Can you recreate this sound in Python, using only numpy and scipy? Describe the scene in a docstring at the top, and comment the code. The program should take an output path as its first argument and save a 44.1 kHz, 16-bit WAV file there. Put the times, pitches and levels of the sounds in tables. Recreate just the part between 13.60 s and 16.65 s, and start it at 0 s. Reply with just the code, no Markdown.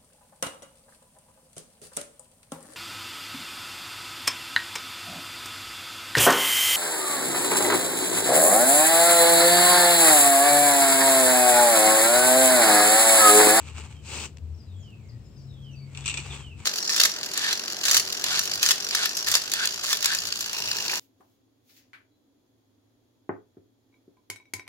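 """Matches clatter and scrape in their cardboard box, each impact exciting its damped resonances.
They are handled outdoors by a brick wall, by someone whose plastic coverall rustles in tiny crinkles;
earlier, a shoe scuffs over concrete by stick-slip friction. A songbird repeats a falling whistle
among higher chirps, and a distant engine speeds up over a low hum and the rumble of far traffic."""
import sys
import numpy as np
from scipy import signal
from scipy.fft import rfft, irfft, next_fast_len
from scipy.io import wavfile
from scipy.ndimage import uniform_filter1d

SR = 44100
rng = np.random.default_rng(int(sys.argv[2]) if len(sys.argv) > 2 else 0)


def to_wav(s):
    """Save 16-bit WAV."""
    ch = np.atleast_2d(s).T  # columns
    pcm = np.round(np.clip(ch, -1, 1) * 32767)  # PCM
    wavfile.write(sys.argv[1], SR, pcm.astype(np.int16))


N = 134505
T = np.arange(N) / SR

# Impacts of the matches: t/s, level/dB, treble gain/dB
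IMPACTS = [(2.3492, -24.5, -8), (2.3739, -23.5, 4), (2.408, -37, 13), (2.4431, -28, 5.5),
           (2.4496, -24.5, -4), (2.4583, -16.5, 3.5), (2.4606, -21, 0), (2.468, -24, 4),
           (2.4786, -16.5, 8.5), (2.482, -25, 5), (2.484, -27, 1), (2.4874, -18, 1), (2.4968, -18.5, -1),
           (2.5002, -18.5, -1), (2.513, -21.5, -16), (2.5185, -31, -9), (2.5412, -15.5, -1),
           (2.57, -25, -4), (2.5734, -13.5, -11), (2.577, -23.5, -16), (2.583, -21, -11.5), (2.6, -24, -13)]
# Modes of the box: f/Hz, bandwidth/Hz, gain/dB
BOX_MODES = [(1342, 130, -10.5), (1930, 99, -9), (2490, 254, -0.5), (2820, 300, 0), (3480, 110, 4),
             (4130, 500, -7), (5900, 690, -5.5), (7570, 1050, -1.5)]
# Left-right coherence of near sources: f/Hz, coherence
NEAR_COHERENCE = [(300, 1), (1400, 0.91), (6000, 0.34)]
TICK_DECAY_S, SCRAPE_DECAY_S, SCRAPE_DB = 0.0008, 0.01, -12
MODE_DETUNE, MODE_SPREAD_DB, TREBLE_HZ = 0.017, 2, 6200


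def matchbox(size=4096):
    """Modal resonance: a tick and a gritty scrape drive box modes that shift from impact to impact."""
    contact = stereo_noise(NEAR_COHERENCE)
    contact /= np.sqrt(uniform_filter1d(contact ** 2, size=32, axis=-1) + 1e-12)
    grit = grains(per_s=1800, spread_db=0.5)
    age, out = T[:size], np.zeros((2, N))
    for s, db, treble_db in IMPACTS:
        span = slice(int(s * SR), int(s * SR) + size)
        scrape = from_db(SCRAPE_DB) * np.exp(-age / SCRAPE_DECAY_S) * grit[span]
        force = from_db(db) * contact[:, span] * np.hypot(np.exp(-age / TICK_DECAY_S), scrape)
        knock = from_db(-12) * force  # direct crack of the contact
        for hz, width, mode_db in BOX_MODES:
            detune, strength = rng.standard_normal(2)
            radius = np.exp(-np.pi * width / SR)
            angle = 2 * np.pi * hz * (1 + MODE_DETUNE * detune) / SR
            ring = signal.lfilter([1, 0, -1], [1, -2 * radius * np.cos(angle), radius ** 2], force)
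            knock += from_db(mode_db + MODE_SPREAD_DB * strength) * (1 - radius ** 2) / 2 * ring
        body = signal.lfilter(*signal.butter(1, TREBLE_HZ, fs=SR), knock)
        out[:, span] += body + from_db(treble_db) * (knock - body)
    return out + from_db(-10) * reverberation(out, t60_s=0.63, build_s=0.0032)


# Envelope of the scuff: t/s, level/dB
SCUFF_ENVELOPE = [(.41, -65), (.46, -42.5), (.5, -35.5), (.555, -30.5), (.6, -32), (.657, -32), (.675, -45),
                  (.71, -58), (.76, -66.5)]
# Its spectrum: f/Hz, gain/dB
SCUFF_SPECTRUM = [(100, -8), (300, 3), (600, 6.5), (1500, 1), (2700, -1), (4000, -1.5), (7500, 1.5),
                  (16000, 4)]


def shoe():
    """Stick-slip friction: grit rolls and slips under a dragged sole."""
    db, = in_time(SCUFF_ENVELOPE)
    slips = from_db(db) * grains(per_s=7000, spread_db=0) * stereo_noise(NEAR_COHERENCE)
    return colour(slips, per_hz(SCUFF_SPECTRUM))


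# Folds of suit and gloves rubbing: peak t/s, level/dB, rise/s, fall/s
RUSTLES = [(.005, -48.5, 0.012, 0.024), (0.083, -46.5, 0.04, 0.037), (0.18, -42.5, 0.024, 0.05),
           (.26, -47.5, 0.016, 0.011), (0.311, -53.5, 0.019, 0.054), (2.39, -49.5, 0.043, 0.062),
           (2.59, -45.5, 0.086, 0.043), (2.665, -44.5, 0.018, 0.03), (2.738, -42.5, 0.046, 0.059),
           (2.81, -52.5, 0.037, 0.013), (3.0, -52, 0.018, 0.2)]
# Their spectrum: f/Hz, gain/dB
RUSTLE_SPECTRUM = [(100, 6.5), (650, 15.7), (1400, 12.3), (2500, 6.7), (5000, 2), (8000, 7.1), (16000, 6.7)]
# Single creases snapping: t/s, level/dB
SNAPS = [(0.326, -63), (.368, -44.5), (0.771, -37), (0.7835, -44), (1.304, -49.5)]
SNAP_DECAY_S = 0.0019


def suit():
    """Incoherent addition: swells of small crinkles sum in power; now and then one crease snaps."""
    power = sum(from_db(db) ** 2 * np.exp(-2 * np.maximum((s - T) / rise, (T - s) / fall))
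                for s, db, rise, fall in RUSTLES)
    crinkles = np.sqrt(power) * grains(per_s=3500, spread_db=0.5) * stereo_noise(NEAR_COHERENCE)
    snaps = sum((T > s) * from_db(db) * np.exp(-np.abs(T - s) / SNAP_DECAY_S) for s, db in SNAPS)
    return colour(crinkles, per_hz(RUSTLE_SPECTRUM)) + snaps * stereo_noise(NEAR_COHERENCE)


# Slurs of one whistle: onset t/s, duration/s, start, middle and end f/Hz, level/dB, relative waver
WHISTLE_SLURS = [(0, 0.14, 4080, 3570, 3200, -8.5, 0.0228), (0.132, 0.12, 3420, 3090, 2814, -3, .002),
                 (0.257, 0.0317, 2800, 2650, 2480, -6, .003), (.32, .26, 2460, 2003, 1746, -11, 0.0385)]
# Repeats of the whistle: t/s, level/dB
WHISTLE_REPEATS = [(1.06, -57.5), (1.87, -55), (2.649, -52)]
# Single chirps; the first is a short fragment of the falling whistle, and the last adds a slur to its third
# repeat: t/s, duration/s, start, middle and end f/Hz, level/dB
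CHIRPS = [(0.329, 0.082, 3310, 3156, 3002, -62.5), (0.909, 0.074, 6060, 5450, 4330, -72),
          (0.958, 0.093, 6800, 5000, 5000, -63.5), (1.164, 0.078, 7660, 6930, 6400, -67),
          (1.203, 0.064, 6700, 5380, 4420, -65.5), (1.407, 0.055, 7980, 7280, 6400, -71),
          (1.471, 0.039, 6600, 5220, 4250, -63), (1.576, 0.24, 5312, 5190, 5380, -71.5),
          (1.652, 0.023, 6560, 7000, 7230, -65.5), (1.75, 0.07, 5440, 4850, 4440, -61),
          (1.774, 0.065, 6600, 5380, 4880, -58), (1.816, 0.018, 6750, 7060, 7200, -67),
          (1.778, 0.15, 5430, 5380, 5270, -69.5), (2.016, 0.049, 6187, 5320, 4650, -66.5),
          (2.105, 0.043, 6040, 5950, 5660, -64), (2.15, 0.096, 4876, 4500, 4720, -58),
          (2.408, .035, 3780, 3450, 3290, -55), (2.693, 0.04, 3800, 3520, 3140, -46)]
# Reflections from walls: delay/s, gain/dB
WALL_ECHOES = [(.019, -10), (.042, -14)]
CHIRP_WAVER = 0.063  # share of a chirp's sweep


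def birds():
    """Multipath propagation: whistles and chirps arrive directly, off walls and scattered by a hedge."""
    song = sum(bird_note(s + after, length, *pitches, db + slur_db, waver)
               for s, db in WHISTLE_REPEATS for after, length, *pitches, slur_db, waver in WHISTLE_SLURS)
    for s, length, start_hz, middle_hz, end_hz, db in CHIRPS:
        waver = CHIRP_WAVER * abs(start_hz - end_hz) / middle_hz
        song += bird_note(s, length, start_hz, middle_hz, end_hz, db, waver) * flutter(depth_db=3.5)
    song *= flutter(depth_db=2)
    echoes = sum(from_db(db) * np.interp(T - delay, T, song, left=0) for delay, db in WALL_ECHOES)
    hedge = reverberation(song, t60_s=0.25, build_s=0.015)
    return from_db(-2) * song + echoes + from_db(-6) * hedge


def bird_note(s, length, start_hz, middle_hz, end_hz, db, waver):
    """Frequency modulation: a trembling tone glides along a parabola as it swells and fades."""
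    progress = np.clip((T - s) / length, 0, 1)
    hz = np.polyval(np.polyfit([0, .5, 1], [start_hz, middle_hz, end_hz], 2), progress)
    swell = 2 * np.sqrt(progress * (1 - progress))
    return from_db(db) * swell * tone(hz * (1 + waver * drift(rate_hz=150)))


# Distant engine: t/s, firing f/Hz, level/dB
ENGINE_RUN = [(0, 80, -44.5), (.21, 78.24, -38), (.48, 74.9, -52), (.57, 75.8, -41.5), (.77, 77.5, -51),
              (.85, 78.35, -34), (.94, 79.24, -35.5), (.98, 84, -37.5), (1.03, 89, -64), (1.08, 86, -39),
              (1.4, 112.3, -48.5), (1.58, 118.6, -44), (1.67, 124.4, -62.5), (1.8, 135.2, -46.5),
              (2.8, 138.1, -44.5), (2.89, 134.8, -52)]
# Other low drones: start and end t/s, start and end f/Hz, level/dB
DRONES = [(-.2, 1.625, 145, 144.1, -56), (-.2, 3.5, 213, 212.9, -63), (-.2, 0.91, 110, 107.1, -54.5),
          (1.351, 2.15, 57.5, 59.7, -57), (2.299, 3.2, 65.8, 72, -47.5), (1.899, 3.2, 92.2, 92.7, -51.5)]
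DRONE_FADE_S, HUM_WAVER_DB = 0.15, 2.5


def engines():
    """Periodic firing: an engine's pitch rises with its speed, while other drones come and go."""
    hz, db = in_time(ENGINE_RUN)
    hum = from_db(db + HUM_WAVER_DB * drift(rate_hz=7.6)) * tone(hz)
    for start, end, start_hz, end_hz, level_db in DRONES:
        fade = np.clip(np.minimum(T - start, end - T) / DRONE_FADE_S, 0, 1)
        gain = from_db(level_db + HUM_WAVER_DB * drift(rate_hz=20))
        hum += fade * gain * tone(np.interp(T, [start, end], [start_hz, end_hz]))
    return hum * from_db([[3], [-3]])  # louder on the left


# Spectrum of far traffic and air: f/Hz, relative level/dB
AIR_SPECTRUM = [(25, -29.5), (40, -19), (60, 5), (90, 13.5), (200, -2), (370, -7.5), (600, -15.5),
                (1100, -23.5), (2200, -28.5), (4000, -30), (7800, -41), (9500, -44), (16000, -38)]
# Its balance: f/Hz, left minus right level/dB
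AIR_BALANCE = [(700, 3), (2380, 1), (4400, 8), (8000, 0.5)]
# Its left-right coherence: f/Hz, coherence
AIR_COHERENCE = [(30, 0.15), (70, 0.9), (400, 0.7), (2400, 0)]


def air():
    """Stationary noise: far traffic rumbles under a faint hiss."""
    left, right = from_db(-47) * rms_one(colour(stereo_noise(AIR_COHERENCE), per_hz(AIR_SPECTRUM)))
    lean_db = per_hz(AIR_BALANCE) / 2
    return np.vstack([colour(left, lean_db), colour(right, -lean_db)])


def reverberation(x, t60_s, build_s):
    """Diffuse scattering from paving, walls and hedge builds up, then decays exponentially."""
    envelope = from_db(-60 * T / t60_s) * (1 - np.exp(-T / build_s))
    return convolve(x, rng.standard_normal((2, N)) * envelope / np.sqrt(np.sum(envelope ** 2)))


def grains(per_s, spread_db):
    """Shot noise: an envelope of random slips, each decaying in a fraction of a millisecond."""
    sizes = from_db(spread_db * np.minimum(rng.exponential(1, N), 5))
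    slips = sizes * (rng.random(N) < per_s / SR)
    return rms_one(np.sqrt(signal.lfilter([1], [1, -.88], slips ** 2 + 1e-12)))


def stereo_noise(coherence):
    """Partial coherence: independent mid and side noises mix into two white channels."""
    alike = np.clip(per_hz(coherence), -.98, .98)
    mid, side = (colour(rng.standard_normal(N), 10 * np.log10((1 + sign * alike) / 2))
                 for sign in (1, -1))
    return mid + side * [[1], [-1]]


def tone(hz):
    """A sine whose phase is the integral of its frequency."""
    return np.sqrt(2) * np.sin(2 * np.pi * (np.cumsum(hz) / SR + rng.random()))


def flutter(depth_db):
    """Amplitude modulation: quick, uneven swings of level."""
    return from_db(depth_db * drift(rate_hz=54))


def drift(rate_hz):
    """Random fluctuation: low-pass noise of unit rms."""
    size = next_fast_len(2 * N, real=True)
    hz = np.fft.rfftfreq(size, 1 / SR)
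    return rms_one(irfft(rfft(rng.standard_normal(size)) / (1 + (hz / rate_hz) ** 2))[:N])


def colour(x, db):
    """Minimum-phase filtering: folding the cepstrum makes the gain curve causal."""
    cepstrum = irfft(np.log(from_db(db)))
    half = len(db) - 1
    folded = np.r_[cepstrum[0], 2 * cepstrum[1:half], np.zeros(half)]
    return convolve(x, irfft(np.exp(rfft(folded))))


def convolve(x, response):
    """Convolution with an impulse response."""
    return signal.fftconvolve(np.atleast_2d(x), np.atleast_2d(response), axes=-1)[:, :N]


def per_hz(points, size=8192):
    """Interpolation of (f/Hz, value) points over log frequency."""
    hz, value = np.transpose(points)
    return np.interp(np.log(np.fft.rfftfreq(size, 1 / SR) + 1), np.log(hz), value)


def in_time(rows):
    """Linear interpolation of each column over time."""
    s, *columns = np.transpose(rows)
    return [np.interp(T, s, column) for column in columns]


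def from_db(db):
    """Decibels to amplitude ratio."""
    return 10 ** (np.asarray(db) / 20)


def rms_one(x):
    """Normalisation to unit rms."""
    return x / np.sqrt(np.mean(x ** 2) + 1e-20)


# Responses of the two microphones: f/Hz, gain/dB
LEFT_RESPONSE = [(400, 1.5), (650, -11), (900, -2), (1950, -2), (2150, -9), (2650, 8), (3150, -1),
                 (4200, 3.5), (5600, 0.5), (6800, 2), (7800, 5.5), (9300, -10), (10000, -50),
                 (11700, -30.5), (15500, -20.5)]
RIGHT_RESPONSE = [(400, -6), (650, -15.5), (850, -5), (1250, -6), (1680, -14.5), (2000, -1.5), (2330, 8),
                  (2900, 6.5), (3800, -2.5), (5900, -10), (7000, -24), (10000, -36.5), (15500, -33)]


def scene():
    """Superposition: near sounds and birds, coloured by two unlike microphones, add to the background."""
    left, right = matchbox() + shoe() + suit() + birds()
    foreground = np.vstack([colour(left, per_hz(LEFT_RESPONSE)), colour(right, per_hz(RIGHT_RESPONSE))])
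    return foreground + engines() + air()


def record(dry, cutoff_hz=15750):
    """Band limiting: an elliptic low-pass cuts the top steeply."""
    return signal.sosfilt(signal.ellip(12, .1, 80, cutoff_hz, fs=SR, output="sos"), dry)


dry = scene()
out = record(dry)
to_wav(out)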